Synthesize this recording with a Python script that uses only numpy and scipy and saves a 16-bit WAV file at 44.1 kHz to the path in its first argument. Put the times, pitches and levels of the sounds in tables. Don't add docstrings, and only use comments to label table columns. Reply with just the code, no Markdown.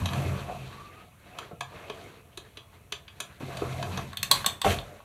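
import sys
import numpy as np
from scipy import signal
from scipy.fft import rfft, irfft
from scipy.io import wavfile

SR = 44100
rng = np.random.default_rng(int(sys.argv[2]) if len(sys.argv) > 2 else 0)


def wrap_up_sound(samples):
    columns = np.atleast_2d(samples).T
    tamed = np.clip(columns, -1, 1)
    steps = np.round(tamed * 32767).astype(np.int16)
    wavfile.write(sys.argv[1], SR, steps)


def ratio_of_db(decibels):
    return 10 ** (np.asarray(decibels, float) / 20)


N = 222264

# time_s, rubbing_effort_db, runner_weight_db, panel_under_contact_hz
PULL_STROKE = [
    (0, -43, 21, 430),
    (.07, -45.5, 15, 940),
    (.17, -36.5, -3.5, 740),
    (.27, -40.5, 6.5, 480),
    (.45, -45, 3.5, 646),
    (.7, -49.5, 6, 775),
    (.85, -51.5, -1, 1050),
    (1.02, -53.5, -10, 988),
    (1.09, -65, -10, 700),
]
PUSH_STROKE = [
    (3.4, -45.5, -4, 450),
    (3.412, -44, -4, 450),
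    (3.46, -45.5, -4, 380),
    (3.56, -42, -4, 686),
    (3.69, -42.5, 5, 470),
    (3.9, -42, 2.5, 810),
    (3.99, -40.5, -3, 770),
    (4.06, -48.5, 12.5, 455),
    (4.15, -51.5, 7, 800),
]
# start_s, length_s, effort_db, weight_db, panel_hz
NUDGES = [
    (1.167, 0.42, -51.5, -21, 745),
    (1.312, 0.23, -48.5, -15, 1010),
    (1.659, 0.36, -46, -24, 573),
    (1.855, .39, -47, -10.5, 463),
    (2.38, 0.2, -59, -15, 444),
    (2.534, 0.11, -61, -5, 556),
    (2.711, 0.096, -55, -19, 1010),
    (2.994, 0.9, -57, 8, 795),
    (4.117, 0.4, -52, 12, 1070),
    (4.782, 0.31, -52.5, 7, 583),
]
# reference_level_db, slope_db_per_db, weight_share, rest_db
LAYER_ANSWERS = [
    (-45, 1.78, 0.76, -65),
    (-45.5, 1.14, 0.0033, -63.5),
    (-50, 0.91, 0.06, -67),
    (-59.5, 1.22, 0.23, -73.5),
]
# start_s, level_db, weight_db, hold_s
JOLTS = [
    (4.305, -41, -12, 0.099),
    (4.479, -45.5, -10.5, 0.02),
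    (4.64, -31, -10.5, 0.076),
]
# level_db, weight_share, rise_s, fade_db_per_s
LAYER_SHAKING = [
    (0, 0.55, 0.036, 181),
    (7, 0.9, 0.0027, 155),
    (-1.2, .01, 0.0069, 250),
    (-7.5, .1, .008, 222),
]
# pitch_hz, width_hz, level_db
CARCASS = [(51.5, 14, -40), (90, 5.5, 2), (133, 7, 1), (189, 5.6, -3), (215, 36, -2.5)]
PANELS = [(352, 370, -2), (438, 145, -1.5), (580, 55, -9), (700, 54, -1.5), (906, 126, -10.5),
          (1120, 235, 0), (1300, 130, -10)]
EDGES = [(1600, 590, -1), (2145, 180, -5), (2560, 163, -4), (3030, 970, -3.5), (3960, 1800, -3)]
# frequency_hz, density_db
HISS = [(2820, -66), (4800, -10.5), (5990, -7.5), (8740, -12), (12800, -11.5), (15100, -23), (16100, -38),
        (16500, -53)]
# frequency_hz, density_db
STILLNESS = [(30, -1), (97, 12), (300, -9.5), (1000, -34), (2600, -17), (5130, -29), (11500, -19.5),
             (15500, -24)]
# start_s, peak_db, pitch_hz, t60_s, swell_s
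BOOMS = [
    (0.013, -24, 93.8, 0.43, 0.0058),
    (.295, -8.5, 134, 0.16, 0.035),
    (0.59, -30.5, 131.4, 0.46, .04),
    (1.585, -34, 133, 0.26, 0.016),
    (3.65, -25.5, 128.2, 0.41, 0.011),
    (3.932, -28, 188, 0.34, 0.024),
    (4.656, -20, 90, 0.24, 0.018),
    (4.74, -32.5, 50.6, 0.4, 0.025),
]
# start_s, peak_db, wood_share_db, brightness_db, loudest_ring_hz
TICKS = [(0.0174, -47, 19.5, -19, 1700), (0.0574, -21, -1.5, -7, 3930), (0.0877, -26, -16, -20, 3600),
         (0.1331, -26.5, -1, -8, 4440), (1.3867, -26.5, -1, -8, 3350), (1.6079, -22.5, 0.5, -8.5, 3600),
         (1.8986, -27, 0, -16, 3570), (2.038, -66, -7, 13, 4750), (2.075, -76, -7, -1, 4800),
         (2.105, -68, -18, -20, 3360), (2.374, -28.5, -11, -4.5, 3970), (2.4494, -50, 2, -12, 1500),
         (2.5713, -31, -11, -13, 3400), (2.7394, -54, -14, -20, 2200), (2.9224, -20, -12, -8.5, 3570),
         (3.080, -35, -15, -26, 3380), (3.2025, -22, -10, -2, 3600), (3.4047, -47, 4, -19, 2390),
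         (3.5698, -29, -20, -7, 4640), (3.8267, -24.5, 2.5, -10, 1730), (3.9742, -23.5, -0.5, -7.5, 1700)]
# pitch_hz, level_db, t60_s (with the room)
TICK_MODES = [(770, -5, 0.64), (1097, 19, 0.063), (1700, 0, 0.4), (2550, 2.5, 0.2), (4810, 4.5, 0.3),
              (3350, 0, 0.2), (3750, -12, 0.063), (4030, 8, 0.034), (5950, -20, 0.047), (6360, 5, 0.06),
              (7160, 8, 0.18), (8100, -9, 0.28), (9100, 2, 0.44), (9760, 6, 0.06)]
# start_s, level_db, pitch_hz, t60_s
THIN_RINGS = [(.057, -47, 11300, .3), (1.387, -72, 11400, .5), (2.574, -54, 3350, 0.3),
              (2.926, -39, 3380, 0.17), (2.926, -41, 2550, .15), (2.574, -49, 2550, 0.14),
              (3.082, -54, 3350, .2), (3.97, -54, 11300, 0.32), (4.311, -34, 10900, 0.25),
              (4.316, -21.5, 3320, 0.1), (4.333, -23, 4290, 0.093), (4.464, -33, 3504, 0.31)]
# start_s, peak_db, pitch_hz, t60_s, panel_share_db
KNOCKS = [(.25, -30, 304, 0.057, -5), (1.512, -35.5, 487, 0.036, 2.5), (1.529, -27, 156, 0.048, -14),
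          (1.606, -33.5, 709.4, 0.17, -7), (1.899, -26.5, 430, 0.047, -9.5), (2.374, -38, 372, 0.11, -3),
          (2.572, -43.5, 434, 0.064, 0.5), (2.923, -39, 414, 0.056, 0), (3.204, -43, 374, .08, 0),
          (3.406, -28.5, 508, 0.025, -2.5), (3.428, -23.5, 136, 0.19, -10), (3.43, -21, 246, 0.049, -22),
          (3.62, -31.5, 509, 0.061, 8.5), (4.193, -26, 119, 0.078, -33), (4.313, -29, 554, 0.13, -15),
          (4.463, -32, 200, 0.079, -1), (4.645, -14.5, 772, 0.07, -16), (4.653, -22.5, 398, 0.19, 5),
          (4.662, -12, 599.6, 0.039, -2.5), (4.671, -28, 197, 0.11, -5)]
# time_s, pitch_hz, level_db
DRAG = [
    (.45, 1060, -81),
    (.53, 1067, -48.5),
    (.65, 1120, -69),
    (.8, 1134, -48),
    (.95, 1210, -54.5),
    (1.04, 1297, -60),
    (1.1, 1300, -72),
]
# start_s, peak_db, wood_share_db, brightness_db, loudest_ring_hz
CLACKS = [(4.131, -33.5, 1.5, -9, 1730), (4.1712, -20.5, -27, -3, 3440), (4.2303, -16.5, -11.5, 2, 2720),
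          (4.3095, -45, 18, -30, 2040), (4.3137, -6.5, -3, 5.5, 4130), (4.3354, -39, -13, -18, 4240),
          (4.4445, -23, 2.5, -14, 1600), (4.4624, -11, -6.5, 2, 3620), (4.6163, -17.5, -6.5, -1.5, 3600),
          (4.646, -22.5, 8.5, -19, 2000), (4.706, -21.5, -15, -11, 3200), (4.787, -25.5, -17, -29, 3600),
          (5.003, -52, 12.5, -18, 1400)]
# pitch_hz, level_db, t60_s (with the room)
CLACK_MODES = [(554, -28, 0.23), (1140, 4, 1.3), (1900, -10, 0.19), (5400, -4, 0.06), (2724, -43, 1.4),
               (3600, 11.5, 0.42), (3340, -43, 0.34), (3750, -6, 0.25), (4240, 12.5, 0.068),
               (4740, -23, 0.29), (6390, -0.5, .05), (8240, 2.5, .03), (10060, -5, .05), (14300, -42, .04)]
# frequency_hz, t60_s
ROOM_T60 = [(100, 0.33), (1000, 0.34), (4000, 0.17), (12000, 0.24)]
# frequency_hz, level_db
ROOM_DB = [(100, 0.5), (4000, 5.7), (12000, 0.5)]


def rms_one(x):
    return x / np.sqrt(np.mean(x ** 2) + 1e-20)


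def in_time(rows):
    s, *columns = np.transpose(rows)
    t = np.arange(N) / SR
    return [np.interp(t, s, column, left=-150, right=-150) for column in columns]


def at_hz(points, hz):
    table_hz, values = np.transpose(points)
    return np.interp(np.log(np.maximum(hz, 1)), np.log(table_hz), values)


def coloured(x, spectrum):
    gain = ratio_of_db(at_hz(spectrum, np.fft.rfftfreq(N, 1 / SR)))
    return rms_one(irfft(rfft(x) * gain, N))


def drift(rate):
    steps = rng.standard_normal(N // 100 + 1)
    return np.interp(np.arange(N) * rate / SR, np.arange(len(steps)), steps)


def band_limited(x, order, limits_hz, kind):
    return signal.sosfilt(signal.butter(order, limits_hz, kind, fs=SR, output="sos"), x)


def ring(clicks, hz, t60):
    r = ratio_of_db(-60 / (max(t60, .002) * SR))
    w = 2 * np.pi * hz / SR
    return signal.lfilter([0, np.sin(w)], [1, -2 * r * np.cos(w), r * r], clicks + 1e-18)


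def swelling_ring(s, level_db, hz, t60, swell_s):
    t = np.maximum(np.arange(N) / SR - s, 0)
    envelope = ratio_of_db(level_db - 60 * t / t60) * (1 - np.exp(-t / swell_s))
    return envelope * np.sin(2 * np.pi * hz * t)


def rubbing(per_s, spread_db):
    sizes = ratio_of_db(spread_db * np.minimum(rng.exponential(1, N), 4)) * rng.choice([-1, 1], N)
    return rms_one(sizes * (rng.random(N) < per_s / SR))


def body(force, resonances, focus_hz, focus_db, patchy_db, patch_rate):
    out, power = 0, 0
    for k, (hz, width, level_db) in enumerate(resonances):
        nearness = np.exp(-(np.log(focus_hz / hz) / 0.13) ** 2)
        gain = ratio_of_db(level_db + focus_db * nearness)
        catches = np.roll(force, k * 3001)
        tone = rms_one(ring(catches, hz, np.log(1000) / np.pi / width))
        out = out + gain * ratio_of_db(patchy_db * drift(patch_rate)) * tone
        power = power + gain ** 2
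    return out / np.sqrt(power)


def strokes():
    t = np.arange(N) / SR
    moves = [in_time(PULL_STROKE), in_time(PUSH_STROKE)]
    for s, length, effort_db, weight_db, hz in NUDGES:
        part = (t - s) / length
        shape = np.clip(np.minimum(part / 0.26, (1 - part) / 0.49), 1e-6, 1)
        moves.append([effort_db + 20 * np.log10(shape), weight_db + 0 * t, hz + 0 * t])
    return np.transpose(moves, (1, 0, 2))


def shaking(level_db, share, rise_s, fade_db):
    s, jolt_db, weight_db, hold_s = np.transpose(JOLTS)[:, :, None]
    t = np.arange(N) / SR - s
    peak_db = level_db + jolt_db + share * weight_db
    fading = ratio_of_db(peak_db - fade_db * np.maximum(t - rise_s - hold_s, 0))
    return np.sum(np.clip(t / rise_s, 0, 1) * fading, axis=0)


def runners():
    reference_db = -45
    force = rubbing(per_s=2500, spread_db=2.0)
    effort_db, weight_db, contact_hz = strokes()
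    leading = effort_db.argmax(axis=0)
    panel_hz = np.maximum(contact_hz[leading, np.arange(N)], 1)
    edge_hz = np.where(leading < 2, 2500, 1620)
    layers = [body(force, CARCASS, 132, focus_db=4.0, patchy_db=1.0, patch_rate=11.0),
              body(force, PANELS, panel_hz, focus_db=7.5, patchy_db=4.0, patch_rate=16.0),
              body(force, EDGES, edge_hz, focus_db=1.5, patchy_db=3.5, patch_rate=33.0),
              coloured(rubbing(per_s=12000, spread_db=3.5), HISS)]
    out = 0
    for (level_db, follows, share, rest_db), jolt, layer in zip(LAYER_ANSWERS, LAYER_SHAKING, layers):
        moving = ratio_of_db(level_db + follows * (effort_db - reference_db) + share * weight_db)
        rubbed = np.sqrt(np.sum(moving ** 2, axis=0) + ratio_of_db(rest_db) ** 2)
        out = out + (rubbed + shaking(*jolt)) * layer
    return out


def stillness():
    return ratio_of_db(-57.0) * coloured(rng.standard_normal(N), STILLNESS)


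def booms():
    return sum(swelling_ring(*boom) for boom in BOOMS)


def strikes(events, modes, chatter_s, damping, crack_db, spot_db, body_db, top_hz):
    s, peak_db, wood_db, bright_db, spot_hz = np.transpose(events)[:, :, None]
    hz, level_db, t60 = np.transpose(modes)
    t = np.arange(round(.12 * SR)) / SR
    contact = np.exp(-t / chatter_s) * (1 - np.exp(-t / 0.0018))
    chatter = rfft(rng.standard_normal((len(s), len(t))) * contact)
    chatter = irfft(chatter / np.sqrt(np.abs(chatter) + 1e-9), len(t)) * np.sqrt(contact)

    scatter_db = 3 * rng.standard_normal((len(s), len(hz)))
    strength = ratio_of_db(level_db + body_db + scatter_db)
    choked = np.clip(damping * t60, .004, 35 / hz)[:, None]
    rings = strength @ (ratio_of_db(-60 * t / choked) * np.sin(2 * np.pi * hz[:, None] * t))
    rings = rings + ratio_of_db(spot_db - 60 * t / .008) * np.sin(2 * np.pi * spot_hz * t)
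    raw = signal.fftconvolve(rings, chatter, axes=1)[:, :len(t)] + ratio_of_db(crack_db) * chatter

    sound = 0
    # wood, metal and brightness are balanced by their first 12 ms
    for share_db, limits_hz in ((wood_db, [550, 1450]), (0, [1500, 4900]), (bright_db, [4900, top_hz])):
        band = band_limited(raw, 3, limits_hz, "band")
        early = band[:, :len(t) // 10].std(axis=1, keepdims=True)
        sound = sound + ratio_of_db(peak_db + share_db - 17.0) * band / early
    out = np.zeros(N + len(t))
    starts = np.round((s - .0012) * SR).astype(int)
    np.add.at(out, starts + np.arange(len(t)), sound)
    return out[:N]


def pull_ticks():
    return strikes(TICKS, TICK_MODES, chatter_s=0.0049, damping=.15, crack_db=27, spot_db=6,
                   body_db=-1.0, top_hz=12400)


def singing_pulls():
    singing = sum(swelling_ring(s, level_db, hz, t60, 0.001) for s, level_db, hz, t60 in THIN_RINGS)
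    return singing * ratio_of_db(4.0 * drift(140.0))


def knock_notes():
    return sum(swelling_ring(s, peak_db, hz, t60, 1 / hz) for s, peak_db, hz, t60, _ in KNOCKS)


def knocked_panels():
    blows = np.zeros(N)
    lag = np.arange(round(.04 * SR))
    judder = rng.standard_normal((len(KNOCKS), len(lag))) * np.exp(-lag / (0.013 * SR))
    for (s, peak_db, _, _, share_db), shake in zip(KNOCKS, judder):
        blows[round(s * SR) + lag] += ratio_of_db(peak_db + share_db) * shake
    blows = band_limited(blows, 2, 1100, "low")
    return sum(ratio_of_db(level_db - 27.0) * ring(blows, hz, 2.7 / width) for hz, width, level_db in PANELS)


def drag():
    hz, level_db = in_time(DRAG)
    turn = 2 * np.pi * np.cumsum(hz) / SR
    return ratio_of_db(level_db) * (drift(90.0) * np.sin(turn) + drift(90.0) * np.cos(turn))


def pull_clacks():
    return strikes(CLACKS, CLACK_MODES, chatter_s=0.0029, damping=0.45, crack_db=33, spot_db=22.5,
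                   body_db=8.5, top_hz=14200)


def room(x):
    t = np.arange(round(.6 * SR)) / SR
    edges = 60 * 2 ** np.arange(9.)
    echoes = 0
    for low, high in zip(edges, edges[1:]):
        band = band_limited(rng.standard_normal(len(t)), 2, [low, high], "band")
        middle = np.sqrt(low * high)
        echoes = echoes + band * ratio_of_db(at_hz(ROOM_DB, middle) - 60 * t / at_hz(ROOM_T60, middle))
    echoes = echoes * np.clip(t / 0.0015, 0, 1)
    return signal.fftconvolve(x, echoes / np.linalg.norm(echoes))[:N]


def scene():
    ticks, clacks = pull_ticks(), pull_clacks()
    waver = ratio_of_db(2.3 * drift(35.0))
    thuds = (booms() + knock_notes()) * waver + knocked_panels()
    echoes = room(ratio_of_db(-2.0) * ticks + ratio_of_db(-2.5) * clacks + ratio_of_db(-8.0) * thuds)
    metal = ratio_of_db(5.0) * (ticks + clacks) + singing_pulls()
    return (metal + thuds + echoes + runners() + drag() + stillness())[None]


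def band_limit(x):
    return signal.sosfilt(signal.butter(12, 17060, fs=SR, output="sos"), x)


def record(dry):
    dip_hz, dip_width_hz, dip_depth = 5080, 830, 0.55
    b, a = signal.iirpeak(dip_hz, dip_hz / dip_width_hz, fs=SR)
    x = dry - dip_depth * signal.lfilter(b, a, dry)
    x = .9 * np.tanh(x / .9)
    x = band_limited(x, 4, 42, "high")
    x = band_limited(x, 2, 14500, "low")
    x = signal.sosfilt(signal.cheby2(10, 60, 17100, fs=SR, output="sos"), x)
    return band_limit(x)


dry = scene()
out = record(dry)
wrap_up_sound(out)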